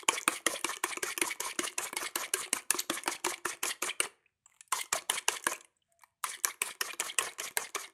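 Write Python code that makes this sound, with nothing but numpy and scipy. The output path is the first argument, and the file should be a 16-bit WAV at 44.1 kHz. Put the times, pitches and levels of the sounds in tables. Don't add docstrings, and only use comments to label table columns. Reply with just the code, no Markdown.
import sys
import numpy as np
from scipy import signal
from scipy.fft import rfft, irfft, next_fast_len
from scipy.io import wavfile
from scipy.ndimage import uniform_filter1d

SR = 44100
rng = np.random.default_rng(int(sys.argv[2]) if len(sys.argv) > 2 else 0)


def wav_out(sig):
    wavfile.write(sys.argv[1], SR, np.round(np.clip(np.atleast_2d(sig).T, -1, 1) * 32767).astype(np.int16))


N = 349713
SIZE = 16384
T = np.arange(SIZE) / SR
HZ = np.fft.rfftfreq(SIZE, 1 / SR)

# (t/s, force/dB, hardness/dB, depth in the bowl/dB, drag length/s)
BEATS = [(-0.098, -35, 0, 0, .1), (0.087, -23.5, -1.5, -5.5, .1), (0.2781, -23.5, -3, -3.5, 0.1),
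         (0.465, -25, -1.5, 1, 0.11), (0.6449, -29.5, -3, -1.5, 0.098), (0.839, -28.5, -3.5, -2, 0.1),
         (1.0305, -32, -1.5, 4.5, 0.096), (1.2153, -26.5, 0, 3, .11), (1.404, -41, 1, 5, 0.11),
         (1.591, -31, -2, 6, 0.1), (1.782, -33.5, 1.5, -2, 0.1), (1.967, -34, 0.5, -3.5, 0.11),
         (2.157, -30.5, 0, -0.5, 0.098), (2.339, -30, 3, 5, .11), (2.53, -30, 5, 3, 0.066),
         (2.7054, -28.5, 6, -4, 0.11), (2.899, -29, -5, 1.5, 0.091), (3.0775, -30.5, -9, -3, 0.083),
         (3.2467, -32, 0, -3, 0.097), (3.4545, -31.5, -7.5, -1.5, 0.078), (3.6325, -33, -1, -2, 0.089),
         (3.825, -32.5, -5, -0.5, 0.078), (4.0027, -26, 0, -0.5, .055), (4.7246, -34.5, -2, -3, 0.091),
         (4.928, -28, -0.5, -1.5, .061), (5.0978, -28.5, 2.5, -1, 0.09), (5.2833, -25, -1, -1, .09),
         (5.467, -25, -3.5, -0.5, .085), (6.241, -34.5, -5, -1, 0.11), (6.4471, -29.5, 5.5, -0.5, 0.067),
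         (6.6178, -29, 1, 0.5, 0.1), (6.811, -29, 0, 0.5, 0.1), (6.999, -35.5, 3.5, 9.5, .11),
         (7.186, -26, 1, -1, 0.12), (7.3978, -41.5, 4.5, 13, 0.088), (7.572, -27, -0.5, 2.5, 0.095),
         (7.7498, -34.5, -3.5, 6, 0.11)]
# (t/s, level/dB)
DRAG_VIGOUR = [(0, 0), (2.34, 1), (2.7, -4.5), (2.9, .5), (3.82, 3), (4.0, -1.5), (4.72, 4.5), (5.28, 1),
               (5.47, -1), (6.24, 0), (6.8, -2.5), (7.4, -1.5), (7.8, -3.5)]
RESTARTS = [4.72, 6.24]
# (f/Hz, width/Hz, level/dB)
SLOSH_MODES = [(360, 64, -10), (458, 95, -6.5), (690, 220, -3.5), (804, 380, -5), (1063, 91, 2.5),
               (1310, 200, -3), (1816, 95, -1.5), (2367, 62, -5), (3000, 250, -15.5)]
HISS_MODES = [(4150, 1500, -9), (6360, 980, 0), (7600, 1900, -6), (7800, 850, -15), (9140, 600, -4),
              (11230, 740, -5), (12200, 700, -17)]
RASP_MODES = [(1830, 220, -2), (2179, 85, 6.5), (2950, 220, -5), (3390, 250, -4), (4410, 440, -7.5),
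              (6450, 1100, -15), (8370, 700, -10.5), (10250, 730, -9.5)]
# (time/drag length, level/dB)
SLOSH_ENVELOPE = [(0, -9.5), (0.101, 0), (0.499, 0.5), (.8, 0), (1, -17.5), (1.15, -21.5), (1.6, -29.5)]
HISS_ENVELOPE = [(0, 1.5), (.2, -12), (.45, -0.5), (0.619, 1), (0.801, -13), (1, -34.5), (1.15, -28),
                 (1.6, -61)]
RASP_ENVELOPE = [(0, 3), (.4, -10.5), (.65, -6), (.87, 5), (1, 1.5), (1.12, -14.5), (1.6, -46)]
# (f/Hz, width/Hz, level/dB)
BOWL_MODES = [(352.8, 32.7, 4), (412, 60, -8), (477, 24, -8), (608, 46, -17.5), (977, 130, -4.5),
              (1130, 240, -4.5), (1216, 140, -6.5), (1740, 88, -3), (2255, 75, -4.5), (2700, 386, -11),
              (3160, 350, -14), (3980, 890, -20.5), (5190, 560, -16.5), (6930, 1300, -11),
              (8450, 2100, -10.5), (9690, 950, -9), (10940, 210, -9), (10850, 180, -13.5)]
# (low f/Hz, high f/Hz)
BANDS = [(280, 650), (650, 1500), (1500, 4500), (4500, 15000)]
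BAND_DB = [-7.5, -5.5, 0, 0]
HARDNESS_TILT = [-0.78, -.8, 0.17, 1]
DEPTH_TILT = [1, -1, 0, 0]
SETTLED_SHIFT = [-26.5, 7, -7, 5.5]
# (t/s, force/dB, hardness/dB)
WALL_GLANCES = [(0.0293, -52, -14), (0.2151, -53, -2), (0.591, -54.5, 8), (0.6117, -56, 10.5),
                (0.7677, -45, 1.5), (0.97, -36, -5), (1.177, -34.5, 1), (1.556, -54.5, -2),
                (1.929, -39, -5), (2.025, -46, -13), (2.336, -45, 12), (2.4595, -48, -5),
                (2.7435, -41.5, -17), (2.8015, -40, 6), (3.0351, -51, 9), (3.06, -42, -6.5),
                (3.2636, -32, -11), (3.654, -36.5, 0.5), (3.841, -36.5, -2), (4.055, -44, -9.5),
                (4.8118, -49.5, 7.5), (4.857, -55, -2), (5.117, -43, -0.5), (5.4261, -68, 16),
                (5.4408, -50.5, 7), (5.4527, -63, 12), (5.531, -41, 1), (6.436, -54, 10), (6.9326, -43, -7),
                (7.0055, -34.5, 1), (7.2079, -37, -10), (7.2245, -46, 8.5), (7.3843, -45, -5.5),
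                (7.7581, -36.5, -11.5)]
# (t/s, level/dB)
HAND_GRIP = [(0, 5), (3.5, 4.5), (4.1, -1), (5.2, -3.5), (6.5, -8.5), (7.9, -13)]
# (t/s, f/Hz, level/dB)
AIR_POCKETS = [(0.129, 477, -31.5), (0.537, 542, -29.5), (0.559, 3260, -33), (0.704, 1070, -31),
               (1.082, 1350, -30.5), (1.274, 980, -30), (1.461, 1006, -29), (2.236, 2297, -34),
               (2.972, 2220, -36), (3.893, 3210, -29), (3.905, 2320, -29.5), (4.729, 986, -22),
               (4.772, 960, -33), (4.953, 638, -26.5), (6.243, 1035, -28), (7.097, 3320, -32)]
# (f/Hz, width/Hz, level/dB)
WALL_MODES = [(3700, 260, -2.5), (4410, 600, 2.0), (5480, 730, 3.0), (6320, 850, 2)]
# (t/s, level/dB)
STRAND_FLOW = [(4.1, -71.5), (4.28, -78), (4.4, -100), (4.45, -88), (4.48, -67.5), (4.6, -71), (4.7, -95),
               (5.6, -69.5), (5.82, -100), (5.88, -88), (5.98, -87), (6.03, -67.5), (6.1, -74),
               (6.2, -99.5)]
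# (f/Hz, width/Hz, level/dB)
STRAND_MODES = [(740, 78, -4), (1100, 430, 0), (1770, 390, 7.5), (2240, 630, -5.5), (3090, 500, -13.5),
                (7600, 900, -15), (9200, 900, -11.5)]
# (t/s, f/Hz, level/dB)
BURSTS = [(4.259, 2550, -56.5), (4.458, 7440, -49), (4.519, 2010, -59), (5.766, 8040, -66.5),
          (5.82, 2920, -66)]
# (t/s, force/dB, hardness/dB)
DROPS = [(4.46, -66.5, -11), (4.564, -69, -4), (4.607, -54, 6), (4.677, -82, 19), (5.608, -57, 4.5),
         (5.646, -59.5, 2.5), (5.922, -83, 14.5), (5.993, -81, 14), (6.008, -70.5, -8), (6.02, -67.5, 5),
         (6.035, -54, -9)]
# (f/Hz, t60/s)
ROOM_DECAY = [(150, .4), (400, 0.42), (2000, 0.29), (8000, 0.22), (14000, 0.22)]
# (f/Hz, level/dB)
NOISE_FLOOR = [(25, -8), (90, -1.5), (250, -12.5), (600, -19), (2000, -17.5), (9000, -25.5), (16000, -55)]
# (f/Hz, level/dB)
MIC_RESPONSE = [(30, -3.5), (120, 4.5), (220, 4), (350, -2.5), (700, -1), (1500, -2.5), (3000, 0.5),
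                (5000, -1.5), (8000, 1.5), (11000, -1), (12500, 2), (15000, -0.5), (16500, -23)]

SLOSH_DB, HISS_DB, RASP_DB = -45, -42, -45.5
STIR_S, SETTLED_SLOSH_DB = 0.15, -9.5
DRAG_LEAD_S = .0005
GRIP_SHARE = .45
BEAT_GRIT_DB, GLANCE_GRIT_DB = -19.5, -13
MIC_LIMIT_HZ = 16700


def amp(db):
    return 10 ** (np.asarray(db) / 20)


def unit(x):
    return x / np.sqrt(np.mean(x ** 2) + 1e-20)


def at_time(rows, s):
    return np.interp(s, *np.transpose(rows))


def at_hz(rows, hz):
    freqs, values = np.transpose(rows)
    return np.interp(np.log(hz + 1), np.log(freqs + 1), values)


def wander(length, span):
    return unit(uniform_filter1d(rng.standard_normal(length), size=span))


def filtered(x, response):
    size = next_fast_len(N + SR // 2)
    return irfft(rfft(x, size) * response(np.fft.rfftfreq(size, 1 / SR)), size)[:N]


def add(track, s, sound):
    start = round(s * SR)
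    sound = sound[max(-start, 0):]
    part = track[max(start, 0):][:len(sound)]
    part += sound[:len(part)]


def resonate(push, modes, detune, scatter_db):
    response = 0
    for k, (hz, width, db) in enumerate(modes):
        hz = hz * np.exp(detune * rng.normal())
        gain = (-1) ** k * amp(db + scatter_db * rng.normal())
        response = response + gain * 1j * HZ * width / (hz ** 2 - HZ ** 2 + 1j * HZ * width)
    fade = np.minimum(1, 2 - 2 * T / T[-1]) ** 2
    return irfft(rfft(push) * response, SIZE) * fade


def grains(rate, smooth):
    pops = (rng.random(SIZE) < rate / SR) * rng.standard_normal(SIZE)
    return unit(unit(pops) + smooth * rng.standard_normal(SIZE))


def settled(s):
    return sum(np.exp(-((s - start) / STIR_S) ** 2) for start in RESTARTS if s >= start)


def drags():
    for s, *_, length in BEATS:
        vigour_db = at_time(DRAG_VIGOUR, s)
        slosh_db = vigour_db + SLOSH_DB + SETTLED_SLOSH_DB * settled(s)
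        yield s - DRAG_LEAD_S, length + DRAG_LEAD_S, slosh_db, vigour_db + HISS_DB, vigour_db + RASP_DB


def rub(length, modes, envelope, rate, flutter_db):
    flutter = flutter_db * wander(SIZE, span=700)
    share, db = np.transpose(envelope)
    level = amp(np.interp(T / length, share, db, right=-120) + flutter)
    early = unit(resonate(grains(rate, smooth=0.94), modes, detune=0.034, scatter_db=2))
    late = unit(resonate(grains(rate, smooth=0.94), modes, detune=0.034, scatter_db=2))
    travel = np.pi * T / length
    return level * (np.cos(travel) * early + np.sin(travel) * late)


def swishes():
    out = np.zeros(N)
    for s, length, slosh_db, hiss_db, rasp_db in drags():
        add(out, s, amp(slosh_db) * rub(length, SLOSH_MODES, SLOSH_ENVELOPE, rate=700, flutter_db=4.0))
        add(out, s, amp(hiss_db) * rub(length, HISS_MODES, HISS_ENVELOPE, rate=5800, flutter_db=2.0))
        add(out, s, amp(rasp_db) * rub(length, RASP_MODES, RASP_ENVELOPE, rate=2300, flutter_db=3.55))
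    return out


def bubble(hz, t60, glide, rough):
    age = T[:SIZE // 8] / t60
    waver = rough * wander(len(age), span=60)
    pitch = hz * (1 + glide * (np.minimum(age, 1) - .2) + waver)
    swell = age * amp(-60 * age)
    return swell / swell.max() * np.sin(2 * np.pi * np.cumsum(pitch) / SR)


def bubbles(low_hz, high_hz, bubble_db, count):
    out = np.zeros(N)
    for s, length, slosh_db, _, _ in drags():
        for when, pitch, faintness in rng.random((count, 3)):
            hz = low_hz * (high_hz / low_hz) ** pitch
            gain = amp(slosh_db + bubble_db - 10 * faintness - 4.9 * when)
            add(out, s + 1.3 * when * length, gain * bubble(hz, t60=0.0079, glide=0.078, rough=0.15))
    return out


def crackle(crackle_db, count):
    out = np.zeros(N)
    for s, length, _, hiss_db, _ in drags():
        snaps = np.zeros(SIZE)
        strengths = amp(rng.normal(0, 3.5, count))
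        snaps[(rng.uniform(.1, 1.45, count) * length * SR).astype(int)] = strengths
        add(out, s, amp(hiss_db + crackle_db) * resonate(snaps, HISS_MODES, detune=.06, scatter_db=6.5))
    return out


def squelches(first_hz, last_hz, squelch_db, count):
    out = np.zeros(N)
    for s, length, _, _, rasp_db in drags():
        for opening, faintness in rng.random((count, 2)):
            hz = first_hz * (last_hz / first_hz) ** opening
            ring = bubble(hz, t60=.018, glide=-.03, rough=.08)
            gain = amp(rasp_db + squelch_db - 4.2 * faintness)
            add(out, s + length * (0.83 + 0.22 * opening), gain * ring)
    return out


def impact(spread_s, later_db, grit_db, grit_t60):
    push = amp(grit_db - 60 * T / grit_t60) * rng.standard_normal(SIZE)
    push[0] += 1
    followers = (rng.uniform(.1, 1, size=3) * spread_s * SR).astype(int)
    push[followers] += amp(later_db + rng.normal(0, 8.9, size=3))
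    return push


def bowl_ring(push, levels, bands, grip_db=0):
    out, modes = np.zeros(SIZE), np.array(BOWL_MODES, float)
    modes[0, 2] += grip_db
    for db, (low, high) in zip(levels, bands):
        ring = resonate(push, [m for m in modes if low <= m[0] < high], detune=0.043, scatter_db=5.5)
        ring = signal.sosfilt(signal.butter(3, low, "highpass", fs=SR, output="sos"), ring)
        out += amp(db) * ring / np.linalg.norm(ring) * np.sqrt(SR / 100)
    return out


def spatter(band_db, count):
    out = np.zeros(N)
    for s, length, *_ in drags():
        for wait, size in zip(rng.uniform(0.0067, 0.04, count), rng.uniform(-0.65, 1, count)):
            push = impact(spread_s=0.0012, later_db=-1.5, grit_db=-21.0, grit_t60=0.0088)
            add(out, s + length + wait, bowl_ring(push, np.add(band_db, 9 * size), BANDS))
    return out


def contact_levels(force_db, hardness_db):
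    return force_db + np.array(BAND_DB) + hardness_db * np.array(HARDNESS_TILT)


def knocks(bump_db, bump_hz, bump_t60):
    out = np.zeros(N)
    bump = np.sin(2 * np.pi * bump_hz * T) * amp(-60 * T / bump_t60)
    contacts = [(*row[:4], BEAT_GRIT_DB) for row in BEATS]
    contacts += [(*row, 0, GLANCE_GRIT_DB) for row in WALL_GLANCES]
    for s, force_db, hardness_db, depth_db, grit_db in contacts:
        grip_db = at_time(HAND_GRIP, s)
        levels = contact_levels(force_db, hardness_db) + depth_db * np.array(DEPTH_TILT)
        levels += settled(s) * np.array(SETTLED_SHIFT)
        levels[0] += GRIP_SHARE * grip_db
        push = impact(spread_s=.0028, later_db=-4.5, grit_db=grit_db, grit_t60=0.03)
        add(out, s, bowl_ring(push, levels, BANDS, grip_db))
        add(out, s, amp((levels[0] + force_db) / 2 + bump_db) * bump)
    return out


def plunges(lead_s, rise_t60, plunge_db):
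    out = np.zeros(N)
    envelope = amp(plunge_db - 60 * np.abs(T - lead_s) / rise_t60)
    for s, _, slosh_db, hiss_db, _ in drags():
        slosh = unit(resonate(grains(1500, smooth=0.64), SLOSH_MODES, detune=0.14, scatter_db=-7.5))
        hiss = unit(resonate(grains(650, smooth=0.13), HISS_MODES, detune=0.12, scatter_db=1))
        add(out, s - lead_s, envelope * (amp(slosh_db) * slosh + amp(hiss_db - 4.5) * hiss))
    return out


def gulps():
    out = np.zeros(N)
    for s, hz, db in AIR_POCKETS:
        add(out, s, amp(db) * bubble(hz, t60=0.021, glide=0.026, rough=0.058))
    return out


def wall_scrape(s, length, scrape_db):
    envelope = np.sin(np.pi * np.minimum(T / length, 1)) ** 2
    scrape = unit(resonate(grains(2600, smooth=0.99), WALL_MODES, detune=0.023, scatter_db=4.0))
    out = np.zeros(N)
    add(out, s, amp(scrape_db) * envelope * scrape)
    return out


def dribble(rate, count):
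    out = np.zeros(N)
    for s in np.linspace(STRAND_FLOW[0][0], STRAND_FLOW[-1][0], count):
        add(out, s, resonate(grains(rate, smooth=0.86), STRAND_MODES, detune=0.034, scatter_db=-10))
    return unit(out) * amp(at_time(STRAND_FLOW, np.arange(N) / SR) - 8)


def drips():
    out = np.zeros(N)
    for s, force_db, hardness_db in DROPS:
        splat = rng.standard_normal(SIZE) * amp(-60 * T / 0.021)
        add(out, s, bowl_ring(splat, contact_levels(force_db, hardness_db)[1:], BANDS[1:]))
    for s, hz, db in BURSTS:
        add(out, s, amp(db) * bubble(hz, t60=0.017, glide=.03, rough=0.05))
    return out


def fork_ring(s, hz, t60, ring_db):
    t = np.arange(SR) / SR
    waver = 0.43 * wander(SR, span=900)
    envelope = amp(ring_db - 60 * t / t60) * (1 - np.exp(-t / 0.057))
    out = np.zeros(N)
    add(out, s, envelope * np.sin(2 * np.pi * hz * t + waver))
    return out


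def kitchen(direct, delay_s, count):
    out = np.zeros(N)
    step = N // count + 1
    for start in range(0, N, step):
        hz, t, noise = signal.stft(rng.standard_normal(SR // 2), SR, nperseg=256)
        decay = amp(-60 * t / at_hz(ROOM_DECAY, hz)[:, None])
        _, tail = signal.istft(noise * decay, SR, nperseg=256)
        tail /= np.linalg.norm(tail)
        add(out, start / SR + delay_s, signal.fftconvolve(direct[start:start + step], tail))
    return out


def scene():
    bowl = knocks(bump_db=-17.5, bump_hz=95, bump_t60=.018)
    bowl += plunges(lead_s=.02, rise_t60=0.019, plunge_db=5.5) + swishes()
    bowl += gulps() + bubbles(low_hz=415, high_hz=2250, bubble_db=7.0, count=6)
    bowl += squelches(first_hz=4180, last_hz=2100, squelch_db=4.0, count=2)
    bowl += crackle(crackle_db=11.5, count=6) + wall_scrape(s=2.783, length=0.021, scrape_db=-29.5)
    bowl += spatter(band_db=[-65, -64.5, -63, -63], count=2)
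    bowl += drips() + dribble(rate=120, count=14) + fork_ring(s=5.88, hz=676, t60=0.6, ring_db=-63)
    floor = amp(-90) * unit(filtered(rng.standard_normal(N), lambda hz: amp(at_hz(NOISE_FLOOR, hz))))
    mono = bowl + amp(-17.0) * kitchen(bowl, delay_s=.005, count=24) + floor
    return np.array([mono, mono])


def record(dry):
    def response(hz):
        return amp(at_hz(MIC_RESPONSE, hz)) * (hz < MIC_LIMIT_HZ)
    return np.array([filtered(side, response) for side in dry])


dry = scene()
out = record(dry)
wav_out(out)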